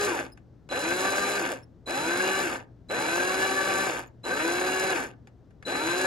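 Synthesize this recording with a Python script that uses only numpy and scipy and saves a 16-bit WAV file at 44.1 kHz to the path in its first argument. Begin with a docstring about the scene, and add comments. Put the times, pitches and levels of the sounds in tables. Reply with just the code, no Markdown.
"""A cordless drill, already running, bores a thin bit into the brass end of a folding knife on a wooden bench.
It coasts down, then five more short pulls follow: the speed control whistles and the motor winds up,
its hum and gear tones climbing through clattering teeth while the bit scrapes and shudders in surges.
Let go, the motor brakes evenly to a stop; a few halts squeak, and now and then a chip snaps or the drive knocks.
Shaped noise and two low tones hold a small quiet room beneath it all, heard at two close microphone ports."""
import sys
import numpy as np
from scipy import signal
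from scipy.fft import rfft, irfft, next_fast_len
from scipy.io import wavfile
from scipy.ndimage import uniform_filter1d

SR = 44100
rng = np.random.default_rng(int(sys.argv[2]) if len(sys.argv) > 2 else 0)


def master_out(mix):
    """Clip the mix to full scale and print it as 16-bit PCM to the path in sys.argv[1]."""
    frames = np.transpose(np.atleast_2d(mix))
    ceiling = np.clip(frames, -1, 1)
    pcm = np.round(ceiling * 32767).astype(np.int16)
    wavfile.write(sys.argv[1], SR, pcm)


N = 267246
TIME = np.arange(N) / SR

# trigger pulls, the first already under way: on [t/s], off [t/s], top speed [turns per s],
# wind-up time constant [t/s], coast to rest [t/s], then base levels before speed and trims:
# rattle [level/dB], scrape [level/dB], hum lift [level/dB], whistle [level/dB], whistle left over right [level/dB]
TRIGGER_PULLS = [ (-1.0, .068, 206, .17, .295, -31.2, -42.5, 3, -40, 1),
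                 (.694, 1.38, 202.5, .15, .297, -31.3, -41.5, 0, -39, 0),
                 (1.858, 2.433, 199, .174, .255, -30.9, -41.7, 1, -39.5, -1),
                 (2.886, 3.866, 193.5, .157, .263, -31, -41.7, 0, -41, -2),
                 (4.233, 4.924, 191, .153, .26, -31, -42.3, 1.5, -40.5, -.5),
                 (5.649, 6.07, 201, .181, .26, -31, -42.4, 2.5, -38, 6)]
# motor and gear tones, before the housing: multiple of motor speed, level relative to the rattle gain [level/dB]
GEAR_TONES = [(1, -15), (3, -9), (4, -8), (6, -3.2), (8, -11), (9, -6), (12, -7.5), (15, -5.5), (20, -11)]
# swell of the motor hum through the drill body's resonances: pitch [f/Hz], level before each pull's lift [level/dB]
HUM_SWELL = [(100, -66), (220, -60), (260, -44), (295, -50), (330, -33.5), (355, -38), (375, -35.5),
             (392, -39.5), (415, -32)]
# broad colour of drill, knife and bench: [f/Hz], relative [level/dB]
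BODY_COLOUR = [(40, -33), (90, -13.5), (140, -4.5), (250, -13), (450, -1.5), (1000, -2.5), (1900, 1),
               (2700, -4.2), (3200, -12), (5500, -19), (7500, -16), (11000, -18), (15000, -32)]
# resonances of drill, knife and bench: centre [f/Hz], width [f/Hz], lift [level/dB]
BODY_MODES = [(196.2, 21.3, 13), (262, 42.6, 18), (325.8, 93, 13), (407, 90, 8), (493, 35, 5.5),
              (553.6, 138, 6.5), (716, 129, 5), (871, 256, 7), (1185, 67, 5.5), (1570, 202, 7.7),
              (1728, 154, 5), (2496, 122, 5), (2812, 110, 5), (3505, 360, 5.5), (4696, 190, 7),
              (5200, 300, 2.5), (6500, 2700, 6.3)]
# surges of chatter near the bit's bending resonance, several as a gear tone sweeps through it:
# middle [t/s], pitch [f/Hz], rms at the top before the trim [level/dB]
CHATTER_SURGES = [(1.36, 1607, -30.4), (2.21, 1625, -27.5), (2.359, 1610, -30.2), (3.2, 1580, -26.5),
                  (3.595, 1689, -28), (4.329, 1569, -26.5), (4.904, 1556, -29), (5.94, 1600, -29.1)]
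# squeaks of the halting bit: start [t/s], length [t/s], start, middle and end pitch [f/Hz], fundamental [level/dB]
HALT_SQUEAKS = [(0.317, 0.025, 4900, 5130, 4900, -54), (1.623, 0.025, 4800, 5470, 5050, -60.5),
                (4.068, .016, 7095, 6900, 6400, -58)]
# chips snapping: [t/s], burst before filter and trim [level/dB]
CHIP_SNAPS = [(1.519, -12.5), (2.362, -35), (2.368, -24.5), (2.548, -38), (3.97, -34.5), (3.993, -17),
              (5.917, -20)]
# light knocks of the loose drive: [t/s], burst before housing, filter and trim [level/dB]
DRIVE_KNOCKS = [(.374, -32), (.69, -21), (5.272, -29), (5.507, -42), (5.626, -26)]
# overtones of the whistle: multiple, relative [level/dB]
WHISTLE_OVERTONES = [(1, -3), (2, -21), (3, -34.5)]
# phase lead of the left port over the right: [f/Hz], [radians]
PORT_LEAD = [(250, 0), (500, -.6), (850, -1.5), (1250, -.3), (1600, -1.4), (1950, -3.1), (2250, -5.8),
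             (2950, -6.5), (3100, -7.9), (3600, -5.5), (5200, -6.2), (6100, -3.6), (6900, -5.4),
             (8400, -3.1), (10600, 0), (12700, 3.1), (15000, 6.3)]
# left port over right: [f/Hz], [level/dB]
PORT_BALANCE = [(130, 2.5), (350, 2), (560, 2.5), (720, -4.5), (1150, -1.5), (1500, 2.5), (1750, 4.5),
                (2150, 1), (2900, 5), (3300, -7.5), (4100, 0.5), (5400, 3.5), (6200, -2.5), (10000, 0)]
# room decay: [f/Hz], time to fall 60 dB [t/s]
ROOM_DECAY = [(150, 0.56), (1000, 0.27), (5000, 0.12), (14000, 0.089)]
# colour of the room rumble: [f/Hz], relative density [level/dB]
RUMBLE_COLOUR = [(25, -13), (55, -2), (80, -1), (125, -1.5), (250, -5.5), (470, -14), (700, -20.5),
                 (1000, -28), (1600, -32), (2400, -41), (4000, -42.5), (6000, -45.5), (10000, -59),
                 (15000, -58.5)]
# wavering low room hum, before the left-right tilt: [f/Hz], rms [level/dB]
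ROOM_HUM = [(59.2, -64.5), (118.4, -58.5)]

# the starting current kicks the motor towards KICK_SPEED (turns per s) with time constant KICK_S (s)
KICK_SPEED, KICK_S = 80, .015
# turns per s: reference for level; coasting gears go slack below the second; the bit sticks at the third
FULL_SPEED, SLACK_SPEED, HALT_SPEED = 200, 104, 28
# fall of level for each turn per s below SLACK_SPEED (dB)
RATTLE_SLACK_DB, SCRAPE_SLACK_DB = .29, .31
# rise of level for each doubling of speed (dB)
RATTLE_SPEED_DB, SCRAPE_SPEED_DB = 2.5, 4.0
# the gears take up their play in TAKE_UP_S (s), starting from these offsets (dB)
TAKE_UP_S, RATTLE_START_DB, SCRAPE_START_DB = .022, -15, -8
COAST_DB = -1.6  # the scrape eases while the motor coasts
BIT_HZ, BIT_WIDTH_HZ = 1600, 70  # bending resonance of the bit
SWITCH_HZ = 4001.4  # chopping rate of the speed control
WHISTLE_RISE_S = .007  # the whistle swells in as the current builds
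RUMBLE_DB = -55  # rms of the rumble before the left-right tilt
CUTOFF_HZ = 15800


def amp(db):
    """Decibels to gain."""
    return 10 ** (np.asarray(db) / 20)


def unit(x):
    """Scales to rms 1."""
    return x / np.sqrt(np.mean(x ** 2) + 1e-20)


def read(points, hz):
    """Reads (Hz, value) points on a log-frequency axis."""
    f, value = np.transpose(points)
    return np.interp(np.log(hz + 1), np.log(f + 1), value)


def add(mix, s, sound):
    """Mixes a sound in at time s."""
    part = mix[max(round(s * SR), 0):][:len(sound)]
    part += sound[:len(part)]


def band(x, lo_hz, hi_hz, order=3):
    """Band-pass filter."""
    sos = signal.butter(order, [lo_hz, min(hi_hz, SR / 2 - 1)], "band", fs=SR, output="sos")
    return signal.sosfilt(sos, x)


def wander(rate_hz):
    """Smooth random drift of rms 1, mostly slower than the given rate."""
    hz = np.fft.rfftfreq(N, 1 / SR)
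    spectrum = rfft(rng.standard_normal(N)) * np.exp(-(hz / rate_hz) ** 2)
    return unit(irfft(spectrum, N))


def motion(flutter=.003):
    """Motor speed, turns so far and layer gains: each pull winds up, then friction brakes evenly."""
    speed = np.full(N, float(HALT_SPEED))
    rattle_gain, scrape_gain, hum_gain = np.zeros((3, N))
    for on, off, top, wind_s, coast_s, rattle_db, scrape_db, hum_db, *_ in TRIGGER_PULLS:
        held_s = np.clip(TIME - on, 0, off - on)
        coasted = np.clip((TIME - off) / coast_s, 0, 1)
        kick_left = KICK_SPEED * np.exp(-held_s / KICK_S)
        climb_left = (top - KICK_SPEED) * np.exp(-held_s / wind_s)
        now = np.maximum((top - kick_left - climb_left) * (1 - coasted), HALT_SPEED)
        coasting = TIME >= off
        turning = (TIME >= on) & (~coasting | (now > HALT_SPEED))
        gate = uniform_filter1d(turning.astype(float), size=200)

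        octaves = np.log2(now / FULL_SPEED)
        play = np.maximum(1 - held_s / TAKE_UP_S, 0)
        slack = coasting * np.maximum(SLACK_SPEED - now, 0)
        rattle_db = rattle_db + RATTLE_SPEED_DB * octaves + RATTLE_START_DB * play - RATTLE_SLACK_DB * slack
        scrape_db = scrape_db + SCRAPE_SPEED_DB * octaves + SCRAPE_START_DB * play - SCRAPE_SLACK_DB * slack
        rattle_gain += gate * amp(rattle_db)
        scrape_gain += gate * amp(scrape_db + COAST_DB * coasting)
        hum_gain += gate * amp(hum_db + read(HUM_SWELL, 2 * now))
        speed = np.where(turning, now, speed)
    turns = np.cumsum(speed * (1 + flutter * wander(rate_hz=40))) / SR  # the uneven cut shakes the speed
    return speed, turns, rattle_gain, scrape_gain, hum_gain


def housing(x, size=8192):
    """Rings a force through the resonances of drill, knife and bench; the strongest has gain 1."""
    hz = abs(np.fft.fftfreq(size, 1 / SR))
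    db = read(BODY_COLOUR, hz)
    for f, width, lift in BODY_MODES:
        db = db + lift * np.exp(-(2 * (hz - f) / width) ** 2)
    log_gain = np.log(amp(db - db.max()))
    # minimum phase: the ring starts at once
    ring = np.fft.ifft(np.exp(np.conj(signal.hilbert(log_gain)))).real
    return signal.oaconvolve(np.atleast_2d(x), ring[None, :size // 2], axes=1)[:, :N]


def whine(speed, turns, gain, hum_gain, torque_db=2, coasting_db=-4, slack=0.05, waver_db=3.5):
    """The motor hums twice a turn; the gears sing while driven, most under the high torque of winding up."""
    driven = sum((TIME >= on) & (TIME < off) for on, off, *_ in TRIGGER_PULLS)
    driven = uniform_filter1d(driven.astype(float), size=2000)
    torque = driven * np.minimum(1 - speed / speed.max(), 1 / 3)
    tones = 0
    for multiple, db in GEAR_TONES:
        play = slack * multiple * wander(rate_hz=57)  # play in the gears blurs the higher tones
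        level = amp(db + waver_db * wander(rate_hz=16.8))
        tones = tones + level * np.sin(2 * np.pi * round(multiple) * turns + play)
    tones = tones * amp(torque_db * torque + coasting_db * (1 - driven))
    hum = hum_gain * np.sin(2 * np.pi * 2 * turns)
    return np.sqrt(2) * (housing(gain * tones) + hum)


def impacts(speed, turns, decay_s, uneven_db, steady):
    """Bursts of noise two and three times a turn over steady rubbing; they part into ticks at low speed."""
    force = steady
    for per_turn in range(2, 4):
        tooth, part = np.divmod(per_turn * turns, 1)
        strength = amp(uneven_db * np.tanh(rng.standard_normal(N)))[tooth.astype(int)]
        since_s = part / (per_turn * speed)
        force = force + strength * np.exp(-since_s / decay_s)
    # the drill radiates from many places, so each port hears a share of its own
    noise = rng.standard_normal(N) + .38 * rng.standard_normal((2, N))
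    return unit(force * noise)


def rattle(speed, turns, gain, surge_db=1.64):
    """Gear teeth clatter inside the housing, harder whenever the load surges."""
    force = impacts(speed, turns, decay_s=0.00049, uneven_db=4.4, steady=0.36)
    clatter = housing(force * amp(surge_db * wander(rate_hz=56)))
    return gain * unit(band(clatter, lo_hz=69, hi_hz=4350))


def scrape(speed, turns, gain, level_db=2.5, grab_db=2.0):
    """The cutting edges and motor brushes rasp, grabbing and letting go."""
    rasp = housing(impacts(speed, turns, decay_s=0.00086, uneven_db=2, steady=.25))
    grabbing = band(rasp, lo_hz=4360, hi_hz=17000) * amp(grab_db * wander(rate_hz=140))
    return amp(level_db) * gain * unit(grabbing)


def chatter(speed, turns, gain, level_db=-2, length_s=.05, rough=.5, sing_db=-8, waver_db=3):
    """The thin bit shudders near its bending resonance: in placed surges, and when a gear tone sweeps through."""
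    out, size = np.zeros(N), round(length_s * SR)
    shake = rough * wander(rate_hz=97)  # radians
    for s, hz, db in CHATTER_SURGES:
        phase = 2 * np.pi * hz * TIME[:size] + np.roll(shake, -round(s * SR))[:size]
        surge = np.hanning(size) * np.sin(phase)
        add(out, s - length_s / 2, np.sqrt(2) * amp(db + level_db) * surge)
    for multiple in range(8, 10):
        in_tune = 1 / (1 + (2 * (multiple * speed - BIT_HZ) / BIT_WIDTH_HZ) ** 2)
        level = gain * in_tune * amp(sing_db + waver_db * wander(rate_hz=20))
        out += level * np.sin(2 * np.pi * multiple * turns + shake)
    return out


def squeaks(overtone_db=-7):
    """The bit sticks and slips in its hole with a short arched pitch."""
    out = np.zeros(N)
    for s, length, start, middle, end, db in HALT_SQUEAKS:
        u = np.linspace(0, 1, round(length * SR))
        hz = np.polyval(np.polyfit([0, .5, 1], [start, middle, end], 2), u)
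        phase = 2 * np.pi * np.cumsum(hz) / SR
        tone = sum(amp(overtone_db * k) * np.sin((k + 1) * phase) for k in range(3))
        add(out, s, amp(db) * tone * signal.windows.tukey(len(u), .5))
    return out


def bursts(rows, decay_s):
    """A short dying burst of noise for each row, scaled to equal energy before its level."""
    t, out = TIME[:SR // 10], np.zeros(N)
    for s, db in rows:
        burst = rng.standard_normal(len(t)) * np.exp(-t / decay_s)
        add(out, s, amp(db) * burst / np.linalg.norm(burst))
    return out


def clicks(chip_db=2, knock_db=20):
    """Chips snap brightly; knocks ring the housing."""
    chips = band(bursts(CHIP_SNAPS, decay_s=.0012), lo_hz=5500, hi_hz=12500, order=2)
    knocks = band(housing(bursts(DRIVE_KNOCKS, decay_s=0.0066)), lo_hz=450, hi_hz=9000, order=1)
    return amp(chip_db) * chips + amp(knock_db) * knocks


def whistle(lead=0.85, waver_db=-0.66):
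    """The speed control chops the current at a fixed rate for as long as the trigger is held."""
    level = np.zeros((2, N))
    for on, off, *_, db, pan_db in TRIGGER_PULLS:
        held = uniform_filter1d(((TIME >= on) & (TIME < off)).astype(float), size=100)
        held = held * np.clip((TIME - on) / WHISTLE_RISE_S, 0, 1) ** 2
        level += held * amp([[db + pan_db / 2], [db - pan_db / 2]])
    phase = 2 * np.pi * SWITCH_HZ * TIME + np.array([[lead], [0]])  # the left port leads, in radians
    tone = 0
    for multiple, db in WHISTLE_OVERTONES:
        tone = tone + amp(db + waver_db * wander(rate_hz=15)) * np.sin(round(multiple) * phase)
    return np.sqrt(2) * level * tone


def ports(x):
    """The sound reaches the two ports with different level and phase."""
    size = next_fast_len(N + SR)
    hz = np.fft.rfftfreq(size, 1 / SR)
    # half of the difference goes to each port, in opposite directions
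    half = amp(read(PORT_BALANCE, hz) / 2) * np.exp(.5j * read(PORT_LEAD, hz))
    return irfft(rfft(x, size) * np.array([half, 1 / half]), size)[:, :N]


def room(x, size=256):
    """A diffuse tail for each port, each band dying at its own speed."""
    hz, t, z = signal.stft(rng.standard_normal((2, SR // 2)), SR, nperseg=size)
    decay = amp(-60 * t / read(ROOM_DECAY, hz)[:, None])
    tail = signal.istft(z * decay, SR, nperseg=size)[1]
    tail /= np.linalg.norm(tail, axis=1, keepdims=True)
    return signal.fftconvolve(band(x, lo_hz=494, hi_hz=16000, order=1), tail, axes=1)[:, :N]


def rumble(left_db=2.0, waver_db=2):
    """Low room noise and a wavering hum, mostly shared by both ports and stronger on the left."""
    colour = amp(read(RUMBLE_COLOUR, np.fft.rfftfreq(N, 1 / SR)))
    mid, side = (amp(RUMBLE_DB) * unit(irfft(rfft(rng.standard_normal(N)) * colour, N)) for _ in range(2))
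    for hz, db in ROOM_HUM:
        hum = amp(waver_db * wander(rate_hz=6.9)) * np.sin(2 * np.pi * hz * TIME)
        mid = mid + amp(db) * unit(hum)
    pair = np.array([mid + .35 * side, mid - .35 * side])
    return amp([[left_db], [-left_db]]) * pair


def scene(room_db=-12):
    """The drill close by, its reflections and the room's rumble."""
    speed, turns, rattle_gain, scrape_gain, hum_gain = motion()
    drive = whine(speed, turns, rattle_gain, hum_gain) + rattle(speed, turns, rattle_gain)
    bit = scrape(speed, turns, scrape_gain) + chatter(speed, turns, rattle_gain) + squeaks()
    drill = drive + bit + clicks()
    return ports(drill) + whistle() + amp(room_db) * room(drill) + rumble()


def record(dry):
    """A steep low-pass closes off the top of the band."""
    edge = signal.firwin(511, CUTOFF_HZ, window=("kaiser", 9), fs=SR)
    return signal.oaconvolve(dry, edge[None], "same")


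dry = scene()
out = record(dry)
master_out(out)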